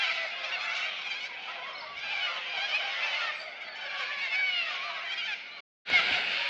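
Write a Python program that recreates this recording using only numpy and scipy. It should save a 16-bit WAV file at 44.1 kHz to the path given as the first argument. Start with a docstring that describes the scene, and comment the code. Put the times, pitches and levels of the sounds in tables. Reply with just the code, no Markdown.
"""A wooded river at dawn, heard from a boat. Cockatoos screech from the trees on the bank, the nearer birds
standing out from the flock; each cry is a stack of harmonics shaped by throat and beak. Songbirds add
fluted notes, chips and trills, and the forest throws everything back over the water. Faint low air lies
underneath. Near the end the sound breaks off briefly and resumes louder, with one sharp click and two
soft bumps on the boat."""
import sys
import numpy as np
from scipy import signal
from scipy.fft import rfft, irfft
from scipy.io import wavfile
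from scipy.ndimage import uniform_filter1d

SR = 44100
rng = np.random.default_rng(int(sys.argv[2]) if len(sys.argv) > 2 else 0)


def waveform_to_disk(signal):
    """Save audio, clipped to [-1, 1], as 16-bit WAV at the path in sys.argv[1]."""
    frames = np.transpose(np.atleast_2d(signal))
    scaled = np.clip(frames, -1, 1) * 32767
    samples = np.round(scaled).astype(np.int16)
    wavfile.write(sys.argv[1], SR, samples)


N = 286209
TIME = np.arange(N) / SR
PROGRESS = np.linspace(0, 1, 61)  # from the start of a cry to its end

# A cockatoo's throat. Each row: frequency in Hz, gain in dB.
THROAT = [(500, -7), (750, -12.5), (1050, -9), (1500, -7), (2300, -1.9), (3000, -5), (4000, -10),
          (5200, -17), (6400, -28), (7500, -40.5), (9000, -72)]
# The brief break in the sound, silent from the second row. Each row: time in seconds, gain.
BREAK = [(5.602, 1), (5.606, 0), (5.85, 0), (5.868, .2), (5.9, .85), (5.915, 1)]


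def cockatoo(rows, hoarse, edge_s, flutter_db, lift, throat=THROAT):
    """A near cry and its start time: hoarseness shakes pitch and level, the beak lifts nearby harmonics."""
    t = np.arange(rows[0][0] - edge_s / 2, rows[-1][0] + edge_s / 2, 1 / SR)
    hz, effort_db, beak_hz, bright_db = follow(rows, t)
    tremble = 1 + .065 * hoarse * wander(t, 500)
    turns = np.cumsum(uniform_filter1d(hz, size=400, mode="nearest") * tremble) / SR
    cry = np.zeros(len(t))
    for k in range(1, 13):
        beak = 1 + lift / (1 + ((k * hz - beak_hz) / 200) ** 2)
        flutter = flutter_db / beak * wander(t, 45.16)  # harmonics away from the resonance are unsteady
        level = gain_of(effort_db + read(throat, k * hz) + bright_db * np.log2(k * hz / 2300) + flutter)
        cry += level * beak * np.cos(2 * np.pi * (k * turns + rng.random()))
    fade = np.clip(np.minimum(t - t[0], t[-1] - t) / edge_s, 0, 1)
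    rasp = 1 + (.15 + .35 * hoarse) * wander(t, 700)
    sputter = gain_of(2.5 * hoarse * np.tanh(wander(t, 140)))
    return t[0], np.sqrt(2) * cry * fade * rasp * sputter


def wails(rise_db, fall_db, beak_shift_s):
    """Short cries from the bank: one arch of pitch, one swell of effort, and the beak shifts at its peak."""
    # Each row: start and length in seconds; first, middle and last pitch in Hz; effort in dB; place of
    # the peak 0-1; first and last beak resonance in Hz; brightness in dB per octave.
    cries = [(0.136, 0.18, 746, 744, 716, -50.5, 0, 2650, 2350, 6),
             (0.172, 0.09, 657, 664, 637, -49, 0.5, 1950, 1950, -10),
             (0.324, 0.1, 722, 710, 682, -51.5, 0.6, 2850, 3400, 0),
             (0.815, 0.04, 864, 926, 923, -44.5, 0.55, 2690, 2800, 5),
             (1.202, 0.08, 748, 744, 824, -46, 0.33, 2600, 1900, 6.5),
             (1.314, 0.08, 677, 660, 652, -60, 0.5, 2000, 1300, 1.5),
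             (1.476, 0.055, 603, 654, 610, -54, 0.3, 1280, 1850, -4),
             (1.965, 0.038, 715, 765, 690, -51, 0.5, 2250, 2250, 6.5),
             (2.351, 0.039, 770, 760, 740, -49, 0.6, 3090, 3050, -2),
             (2.673, 0.08, 735, 776, 743, -52, 0.5, 3050, 3050, 4),
             (2.77, 0.05, 760, 745, 713, -51.5, 0.3, 3000, 2900, 3.5),
             (2.928, 0.13, 645, 679, 701, -49.5, 0.6, 1950, 2100, -0.5),
             (3.123, 0.045, 668, 689, 696, -48, 0.55, 2060, 2060, -4.5),
             (3.214, 0.1, 597.5, 613, 590, -48.5, 1, 1800, 1780, -4),
             (3.312, 0.054, 677, 720, 686, -53, 0.2, 2070, 2120, 2),
             (4.385, 0.038, 795, 834, 780, -47.5, 0.6, 1640, 1640, -4.5),
             (5.177, 0.048, 924, 940, 910, -51, 0, 2750, 2780, 4),
             (5.274, 0.069, 891, 839, 770, -38, 0.65, 2110, 2150, 0),
             (5.927, 0.074, 724, 716, 652, -32, 0.53, 2110, 1380, -1.5),
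             (6.108, 0.063, 770, 743, 700, -51, 0.7, 2640, 2650, 9)]
    mix = np.zeros(N)
    for start, length, *pitches, peak_db, peak, first_beak_hz, last_beak_hz, bright_db in cries:
        peak = np.clip(peak, .05, .95)
        hz = np.polyval(np.polyfit([0, .5, 1], pitches, 2), PROGRESS)
        from_peak = np.interp(PROGRESS, [0, peak, 1], [-1, 0, 1])
        effort_db = peak_db - np.where(from_peak < 0, rise_db, fall_db) * from_peak ** 2
        beak_hz = np.interp((PROGRESS - peak) * length, [0, beak_shift_s], [first_beak_hz, last_beak_hz])
        rows = as_rows(start + length * PROGRESS, hz, effort_db, beak_hz, bright_db)
        add(mix, *cockatoo(rows, hoarse=.08, edge_s=.012, flutter_db=3.5, lift=4.6))
    return mix


def long_cries():
    """Long cries from the near trees, sinking in pitch as the breath runs out."""
    # One list a cry. Each point: time in seconds, pitch in Hz, effort in dB, beak resonance in Hz.
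    cries = [
        [(1.645, 529.5, -50, 1100), (1.685, 558, -52.5, 1100), (1.75, 542, -60.5, 1100)],
        [(2.01, 788, -44.5, 1900), (2.09, 804, -42, 2130), (2.19, 769.5, -46, 2400), (2.235, 744, -40, 2950),
         (2.265, 723, -44, 2880), (2.29, 696, -44.5, 1400), (2.35, 646, -56, 1300), (2.41, 613, -51.5, 1238)],
        [(3.0, 781, -48.5, 2350), (3.05, 785, -47.5, 2380), (3.1, 763.4, -43, 2830), (3.16, 735.5, -44, 2800),
         (3.2, 715, -45.5, 1450), (3.27, 650, -46.5, 1280), (3.31, 596, -47.5, 1190)],
        [(3.96, 576, -50.5, 1140), (4.05, 559, -47.5, 1500), (4.12, 582, -44.5, 1730),
         (4.17, 563.6, -46.5, 1840), (4.24, 557, -45.5, 2230), (4.3, 507, -49, 2120)],
        [(4.305, 705, -47, 2150), (4.36, 753, -41.5, 2300), (4.44, 757, -41.5, 2280), (4.5, 738.5, -39, 2310),
         (4.54, 722.5, -40.5, 3000), (4.61, 687.4, -38, 2730), (4.645, 653, -43, 2580),
         (4.72, 594, -45.5, 1200)],
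        [(4.72, 561, -56.5, 1100), (4.81, 538, -49.5, 1090), (4.86, 601.6, -48, 1200), (4.95, 560, -53.5, 1060),
         (5.06, 532, -57, 1100)],
    ]
    # The throat held wide open. Each row: frequency in Hz, gain in dB.
    open_throat = [(500, -20), (780, -12.5), (1050, -7.5), (1400, -7), (1800, -9.5), (2250, -1), (2550, -9),
                   (2900, -3), (3200, -8), (4000, -10.5), (4500, -11), (5200, -18), (6200, -30.5),
                   (7500, -44), (9000, -70)]
    mix = np.zeros(N)
    for points in cries:
        rows = [(*point, 0) for point in points]  # no added brightness
        add(mix, *cockatoo(rows, hoarse=.08, edge_s=.015, flutter_db=3, lift=3.6, throat=open_throat))
    return mix


def warbles():
    """Quavering calls nearby: the pitch swings from syllable to syllable while the beak stays put."""
    # Each row: beak resonance in Hz, brightness in dB per octave, hoarseness 0-1, then points of
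    # time in seconds, pitch in Hz, effort in dB.
    calls = [(2200, 0.5, 0.24, [(-0.01, 781.5, -40), (0.02, 805, -37.5), (0.055, 742, -37.5),
             (0.09, 793, -39.5), (0.112, 777, -41.5), (0.13, 666, -42)]),
             (2730, 1, 0.13, [(0.43, 748, -46.5), (0.448, 821, -37.5), (0.47, 920, -49),
             (0.495, 833, -41.5), (0.512, 830, -47.5), (0.53, 937, -37.5), (0.55, 918, -39),
             (0.57, 792, -51.5)]), (2390, 3, .3, [(0.595, 781, -56.5), (0.612, 813, -43), (0.63, 863, -47),
             (0.665, 854, -39.5)]), (2500, -1, 0.25, [(0.67, 688, -42), (0.7, 665, -38), (0.72, 735, -39),
             (0.742, 768, -39)]), (2250, 4, 0.39, [(0.76, 748, -45.5), (0.775, 767, -45), (0.785, 767, -44),
             (0.797, 730, -43.5), (0.85, 749, -48), (0.87, 795, -46), (0.9, 774, -45)]),
             (2800, 2.5, .17, [(1.015, 768, -44), (1.04, 810, -48.5), (1.057, 849, -47),
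             (1.075, 805, -39.5), (1.092, 795, -49), (1.113, 798, -38), (1.138, 762, -45), (1.17, 825, -43),
             (1.2, 843, -47.5)]), (2560, -2.5, 0.12, [(2.025, 803, -48), (2.06, 886, -48.5),
             (2.095, 831, -47.5), (2.125, 897, -43), (2.148, 797, -44.5), (2.18, 794, -46),
             (2.225, 844, -46.5), (2.26, 847, -50), (2.3, 830, -50.5)]),
             (2350, -4.5, 0.13, [(2.49, 790, -47), (2.53, 811.6, -46.5), (2.56, 804, -43.5),
             (2.58, 749, -40.5), (2.62, 713, -49.5)]), (3180, -1, .16, [(2.46, 766, -45.5),
             (2.51, 823, -49), (2.535, 775, -45), (2.575, 788, -40.5), (2.59, 763, -41), (2.63, 809, -41),
             (2.665, 822, -37.5)]), (2500, -1, .17, [(2.68, 714, -40), (2.71, 736, -41.5),
             (2.735, 790, -42), (2.75, 835, -34), (2.772, 849, -37), (2.787, 794, -50), (2.81, 758, -43.5),
             (2.835, 686, -40)]), (2630, 1.5, .13, [(3.01, 793, -54.5), (3.035, 880, -39), (3.05, 896, -41),
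             (3.07, 856, -38.5), (3.09, 730, -44)]), (2700, 0, .2, [(3.19, 790, -48), (3.22, 874, -47),
             (3.245, 905, -49.5), (3.275, 865, -49.5)]), (2150, -1, .12, [(3.6, 694, -53),
             (3.625, 755, -46), (3.645, 700, -49.5), (3.66, 653, -54.5), (3.69, 685, -45.5)]),
             (2700, 2, .14, [(3.755, 734, -45.5), (3.795, 804, -51), (3.815, 759, -47), (3.855, 773, -48),
             (3.878, 715, -48.5)]), (2850, 2, 0.22, [(4.185, 873, -44.5), (4.205, 829, -47.5),
             (4.225, 939, -43), (4.252, 914, -41.5), (4.268, 820, -47.5), (4.29, 896, -48.5),
             (4.315, 884, -45), (4.335, 873, -40.5), (4.365, 831, -39.5)]),
             (3070, 1.5, 0.31, [(5.045, 765, -53), (5.07, 815, -48), (5.1, 759, -43), (5.145, 817, -38)]),
             (3140, 5, .2, [(5.175, 800, -42), (5.195, 825, -43), (5.22, 771, -51), (5.245, 770, -45),
             (5.275, 773, -43.5)])]
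    mix = np.zeros(N)
    for beak_hz, bright_db, hoarse, points in calls:
        rows = [(*point, beak_hz, bright_db) for point in points]
        add(mix, *cockatoo(rows, hoarse, edge_s=.01, flutter_db=4.5, lift=1.8))
    return mix


def screeches(pitch_hz, arch, swell_db, beak_hz):
    """Hoarse screeches: pitch and effort rise and fall together, each bird on its own unsteady pitch."""
    # Each row: start and length in seconds, effort in dB, brightness in dB per octave, hoarseness 0-1.
    cries = [(-0.03, 0.22, -39.5, 0.5, 0.46), (0.738, 0.046, -39.5, 3.5, 0.8),
             (0.792, 0.08, -43.5, 3, 0.34), (1.418, 0.11, -53.5, 2.5, 0.54), (2.239, 0.15, -45, 3, 0.44),
             (2.558, 0.19, -45.5, 2, .3), (2.801, 0.11, -43.5, -5.5, 0.48), (3.1, 0.19, -43, 2.5, 0.26),
             (3.976, 0.07, -41.5, 1.5, 0.5), (4.648, 0.13, -42, -0.5, 0.56), (5.911, 0.12, -35, 0, 0.5),
             (6.078, 0.11, -43.5, -8, 0.3)]
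    mix = np.zeros(N)
    slack = (2 * PROGRESS - 1) ** 2
    for start, length, effort_db, bright_db, hoarse in cries:
        t = length * PROGRESS
        own_hz = pitch_hz * (1 + .1 * rng.uniform(-1, 1))
        hz = own_hz * (1 - arch * slack + .035 * wander(t, 40))
        rows = as_rows(start + t, hz, effort_db - swell_db * slack, beak_hz, bright_db)
        add(mix, *cockatoo(rows, hoarse, edge_s=.02, flutter_db=3, lift=.3))
    return mix


def far_cries(count, pitch_hz, spread, jitter, quaver, longest_s):
    """Distant cockatoos: many arched, quavering cries at random moments, some clear, some hoarse."""
    mix = np.zeros(N + SR)
    for i, (when, length, pitch, hoarse, size, speed, lean) in enumerate(rng.random((count, 7))):
        t = np.arange(0, longest_s * (.3 + .7 * length), 1 / SR)
        arch = 1 - .3 * (t / t[-1] - .2 - .35 * lean) ** 2
        vibrato = quaver * lean * np.sin(2 * np.pi * ((9 + 9 * speed) * t + when))
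        tremble = 1 + jitter * hoarse ** 2 * wander(t, 900)
        hz = pitch_hz * (1 + spread * (2 * pitch - 1)) * (arch + vibrato) * tremble
        fundamental = np.exp(2j * np.pi * np.cumsum(hz) / SR)
        harmonic, cry = np.ones(len(t), complex), np.zeros(len(t))
        for weight in rng.standard_normal((13, 2)) @ [1, 1j]:  # random strength and phase
            harmonic = harmonic * fundamental
            cry += (weight * harmonic).real * (1 + 0.73 * wander(t, 40))
        start = (i + when) / count * len(mix) / SR
        add(mix, start, gain_of(4.6 * size) * evened(cry) * signal.windows.tukey(len(t), .3))
    return evened(mix[SR // 2:][:N])


def flock(level_db, wet_db):
    """Echoing cries deep in the trees and yelps from their edge; after the break, one diffuse chorus."""
    # The flock's swells. Each row: time in seconds, level in dB, throatiness in dB, shrillness in dB.
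    swells = [(0.0, -36.5, 6, 3.5), (0.32, -38, 3.5, -1), (0.6, -37.5, 6, 3), (0.8, -36.5, 5.5, -4),
              (0.95, -36.5, 1, -1), (1.27, -43.5, 5, 3), (1.52, -41, 9, -0.5), (1.74, -43, 10, -1.5),
              (1.92, -45.5, 5, 0), (2.15, -40.5, 6.5, 9), (2.3, -37.5, 8.5, -5), (2.44, -37.5, 1, -0.5),
              (2.6, -39.5, 3, -1), (2.9, -35, 1.5, 2), (3.27, -36.5, 5.5, -1.5), (3.4, -42, 6.5, 1.5),
              (3.72, -46, 8, -4.5), (3.94, -36, 3.5, -1), (4.38, -41.5, 3.5, 3), (4.75, -37, 2, 0.5),
              (5.3, -38, 0, -1), (5.42, -44, 1.5, 3), (5.58, -46, 6.5, 2)]
    # The flock from across the water. Each row: frequency in Hz, gain in dB.
    flock_colour = [(250, -45), (450, -22), (580, -8), (700, -5), (830, -12.5), (1000, -9.5), (1450, -3.5),
                    (1850, -4.5), (2200, 5), (2550, 0.5), (3000, -0.5), (4000, -8.5), (5000, -15.5),
                    (6500, -29), (9000, -62.5)]
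    # The louder chorus. Each row: time in seconds, level in dB.
    chorus_level = [(5.87, -31), (6.02, -31.5), (6.14, -27), (6.23, -32), (6.35, -30), (6.49, -31.5)]
    # Its tone. Each row: frequency in Hz, gain in dB.
    chorus_colour = [(200, -42), (400, -29), (620, -9.5), (900, -22), (1150, -17), (1450, -3.5),
                     (1940, -1.5), (2350, 4), (2900, -1.5), (4500, -9), (5500, -23), (7800, -41.5),
                     (10000, -65)]
    deep = far_cries(count=150, pitch_hz=710, spread=.27, jitter=.07, quaver=.04, longest_s=.35)
    yelps = far_cries(count=120, pitch_hz=770, spread=.18, jitter=.04, quaver=.06, longest_s=.13)
    echo = forest(deep + 0.68 * yelps, t60=2.6, build_s=0.016)
    crowd = blended(evened(deep + gain_of(wet_db) * echo) + .45 * yelps)
    spectrum = rfft(steadied(coloured(crowd, flock_colour)))
    hz = np.fft.rfftfreq(N, 1 / SR)
    low_share = 1 / (1 + (hz / 1450) ** 6)
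    high_share = 1 - 1 / (1 + (hz / 3500) ** 7)
    middle_share = 1 - low_share - high_share
    low, middle, high = (irfft(spectrum * share, N) for share in (low_share, middle_share, high_share))
    swell_db, throaty_db, shrill_db = follow(swells, TIME)
    voices = middle + gain_of(throaty_db) * low + gain_of(shrill_db) * high
    before = gain_of(level_db + swell_db) * voices / middle.std()
    chorus = steadied(coloured(blended(echo + .3 * yelps), chorus_colour))
    after = gain_of(follow(chorus_level, TIME)[0]) * chorus
    return np.where(TIME < BREAK[1][0], before, after)


def thin_notes():
    """Thin gliding notes: small birds' chips and trills, and a few high cockatoo overtones."""
    # Each row: start and length in seconds, first and last pitch in Hz, level in dB, buzzy rasp 0-1.
    notes = [(0.095, 0.025, 2420, 1900, -32, 0.25), (1.73, 0.016, 5500, 4970, -55, 0.55),
             (1.747, 0.028, 4110, 4240, -48.5, 0.38), (1.774, 0.036, 5330, 5100, -52, 0.1),
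             (1.804, 0.014, 4520, 4400, -47, 0.5), (1.81, 0.045, 960, 920, -46, 0.24),
             (1.827, 0.019, 5030, 4840, -58, 0.3), (1.821, 0.033, 4150, 4030, -56, 0.4),
             (1.845, 0.12, 1162, 1130, -45.5, 0.12), (2.491, 0.03, 4700, 4980, -49.5, 0.15),
             (2.574, 0.016, 5520, 5200, -50, 0.2), (2.611, 0.021, 4830, 4450, -46.5, .2),
             (3.345, 0.11, 8030, 7170, -72.5, 0.4), (3.394, 0.015, 4520, 4500, -41.5, 0.34),
             (3.413, 0.016, 4670, 4390, -44, 0.48), (3.625, 0.16, 4480, 4460, -53, 0.22),
             (5.505, 0.065, 3960, 4180, -51.5, 0.4), (6.359, 0.17, 918, 971, -47, 0.5)]
    mix = np.zeros(N)
    for start, length, first_hz, last_hz, db, rasp in notes:
        t = np.arange(0, length, 1 / SR)
        hz = np.linspace(first_hz, last_hz, len(t)) * (1 + 0.068 * rasp * wander(t, 370))
        swell = signal.windows.tukey(len(t), .5) * (1 + 0.79 * rasp * wander(t, 200))
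        add(mix, start, np.sqrt(2) * gain_of(db) * swell * np.sin(2 * np.pi * np.cumsum(hz) / SR))
    return mix


def forest(x, t60, build_s):
    """Echoes from trunks and leaves: sparse taps that build up and die away, the treble sooner."""
    t = np.arange(SR) / SR
    taps = rng.standard_normal(SR) * (rng.random(SR) < .05) * (1 - np.exp(-t / build_s))
    hz, frame_s, spectra = signal.stft(taps, SR, nperseg=256)
    decay = gain_of(-60 * frame_s / t60 * (1 + hz[:, None] / 6000))
    tail = signal.istft(spectra * decay, SR, nperseg=256)[1]
    return signal.fftconvolve(x, tail / np.linalg.norm(tail))[:N]


def boat(click_s, click_db, click_hz, click_decay_s, snap_db):
    """Close to the microphone: a hard, dead click of tackle, and soft bumps that ring the hull."""
    # The first two bumps merge into one. Each row: start in seconds, level in dB, ring time in seconds.
    bumps = [(5.903, -54, 0.06), (5.915, -40.5, 0.19), (6.107, -39.5, 0.16)]
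    # The hull's modes. Each row: frequency in Hz, level in dB, share of the ring time.
    hull = [(84, -2.5, 1), (160, 2.5, 0.47), (258, 9, 0.29)]
    mix, t = np.zeros(N), np.arange(SR // 3) / SR
    knock = np.sin(2 * np.pi * click_hz * t) * np.exp(-t / click_decay_s)
    burst = rng.standard_normal(len(t)) * np.exp(-abs(t - .001) / .0004)
    snap = coloured(burst, [(3000, 4), (7000, -16), (10000, -45)])
    add(mix, click_s, gain_of(click_db) * (knock + gain_of(snap_db) * snap))
    soft_onset = 1 - np.exp(-t / 0.0037)
    for start, db, ring_s in bumps:
        modes = sum(gain_of(db + mode_db - 60 * t / (ring_s * share)) * np.sin(2 * np.pi * hz * t)
                    for hz, mode_db, share in hull)
        add(mix, start, modes * soft_onset)
    return signal.sosfilt(signal.butter(3, 60, "highpass", fs=SR, output="sos"), mix)


def air(gust_s, gust_db):
    """A faint low wash over the river, and one puff of breeze on the microphone."""
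    # The tone of the open air. Each row: frequency in Hz, gain in dB.
    wash_colour = [(20, -34.5), (55, -17), (110, -19.5), (165, -4.5), (210, -5.5), (300, -7), (450, -2),
                   (900, -0.5), (4000, -39), (12000, -55)]
    # Its rise and fall. Each row: time in seconds, level in dB.
    wash_level = [(0, -58.5), (1.5, -57), (3, -58.5), (4.4, -58), (5.6, -59), (5.9, -45), (6.15, -42),
                  (6.3, -47.5), (6.49, -56)]
    puff_colour = [(20, -18.5), (60, -9.5), (110, -2.0), (300, -24.5), (1500, -80.0)]
    wash = evened(coloured(rng.standard_normal(N), wash_colour))
    wash *= gain_of(follow(wash_level, TIME)[0] + 0.31 * wander(TIME, 32))
    puff = evened(coloured(rng.standard_normal(N), puff_colour))
    return wash + gain_of(gust_db) * puff * np.exp(-((TIME - gust_s) / 0.23) ** 2)


def gain_of(db):
    """Decibels to gain."""
    return 10 ** (np.asarray(db) / 20)


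def evened(x):
    """Scales to rms 1."""
    return x / np.sqrt(np.mean(x ** 2) + 1e-20)


def steadied(x):
    """Holds the running level of a crowd of cries at rms 1."""
    return x / np.sqrt(uniform_filter1d(x ** 2, size=3500) + 1e-12)


def blended(x):
    """Evens out the long-term spectrum, as many voices of different sizes do."""
    spectrum = rfft(x)
    power = abs(spectrum) ** 2
    return evened(irfft(spectrum / np.sqrt(uniform_filter1d(power, size=600) + 1e-3 * power.mean()), N))


def read(points, hz):
    """A spectrum's value at hz, joined on a log axis."""
    f, value = np.transpose(points)
    return np.interp(np.log(hz + 1), np.log(f + 1), value)


def coloured(x, points):
    """Filters x by a spectrum of (Hz, dB) points."""
    return irfft(rfft(x) * gain_of(read(points, np.fft.rfftfreq(len(x), 1 / SR))), len(x))


def as_rows(*columns):
    """Sets curves and constants side by side as a table."""
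    return np.column_stack(np.broadcast_arrays(*columns))


def follow(rows, t):
    """A table's curves at the times t; its first column is time."""
    times, *columns = np.transpose(rows)
    return [np.interp(t, times, column) for column in columns]


def wander(t, per_s):
    """A random drift of about unit size, with per_s new values a second."""
    knots = np.arange(t[0], t[-1] + 2 / per_s, 1 / per_s)
    return np.interp(t, knots, rng.standard_normal(len(knots)))


def add(mix, start_s, sound):
    """Mixes a sound in at start_s, trimmed to fit."""
    at = round(start_s * SR)
    sound = sound[max(-at, 0):]
    part = mix[max(at, 0):][:len(sound)]
    part += sound[:len(part)]


def scene():
    """From the boat, in mono: near birds with their forest echo, over the far flock, air and hull."""
    near = wails(rise_db=5, fall_db=3, beak_shift_s=0.034) + long_cries() + warbles()
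    harsh = screeches(pitch_hz=756.8, arch=.1, swell_db=1.5, beak_hz=2560)
    notes = thin_notes()
    bright_notes = coloured(notes, [(1200, -9), (3500, 0)])  # the high notes echo most
    into_trees = gain_of(-15.5) * near + gain_of(-8.5) * harsh + gain_of(-5) * bright_notes
    echo = forest(into_trees, t60=1.0, build_s=0.013)
    birds = near + harsh + notes + echo + flock(level_db=-2.5, wet_db=-5.0)
    breeze = air(gust_s=1.98, gust_db=-69.5)
    knocks = boat(click_s=5.9005, click_db=-24, click_hz=664, click_decay_s=0.0014, snap_db=6.0)
    return (birds + breeze + knocks)[None]


def record(dry):
    """The sound breaks off for a quarter of a second, and the top treble is cut throughout."""
    heard = dry * follow(BREAK, TIME)[0]
    lowpass = signal.firwin(511, cutoff=12700, window=("kaiser", 9), fs=SR)
    return signal.oaconvolve(heard, lowpass[None], "same")


dry = scene()
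out = record(dry)
waveform_to_disk(out)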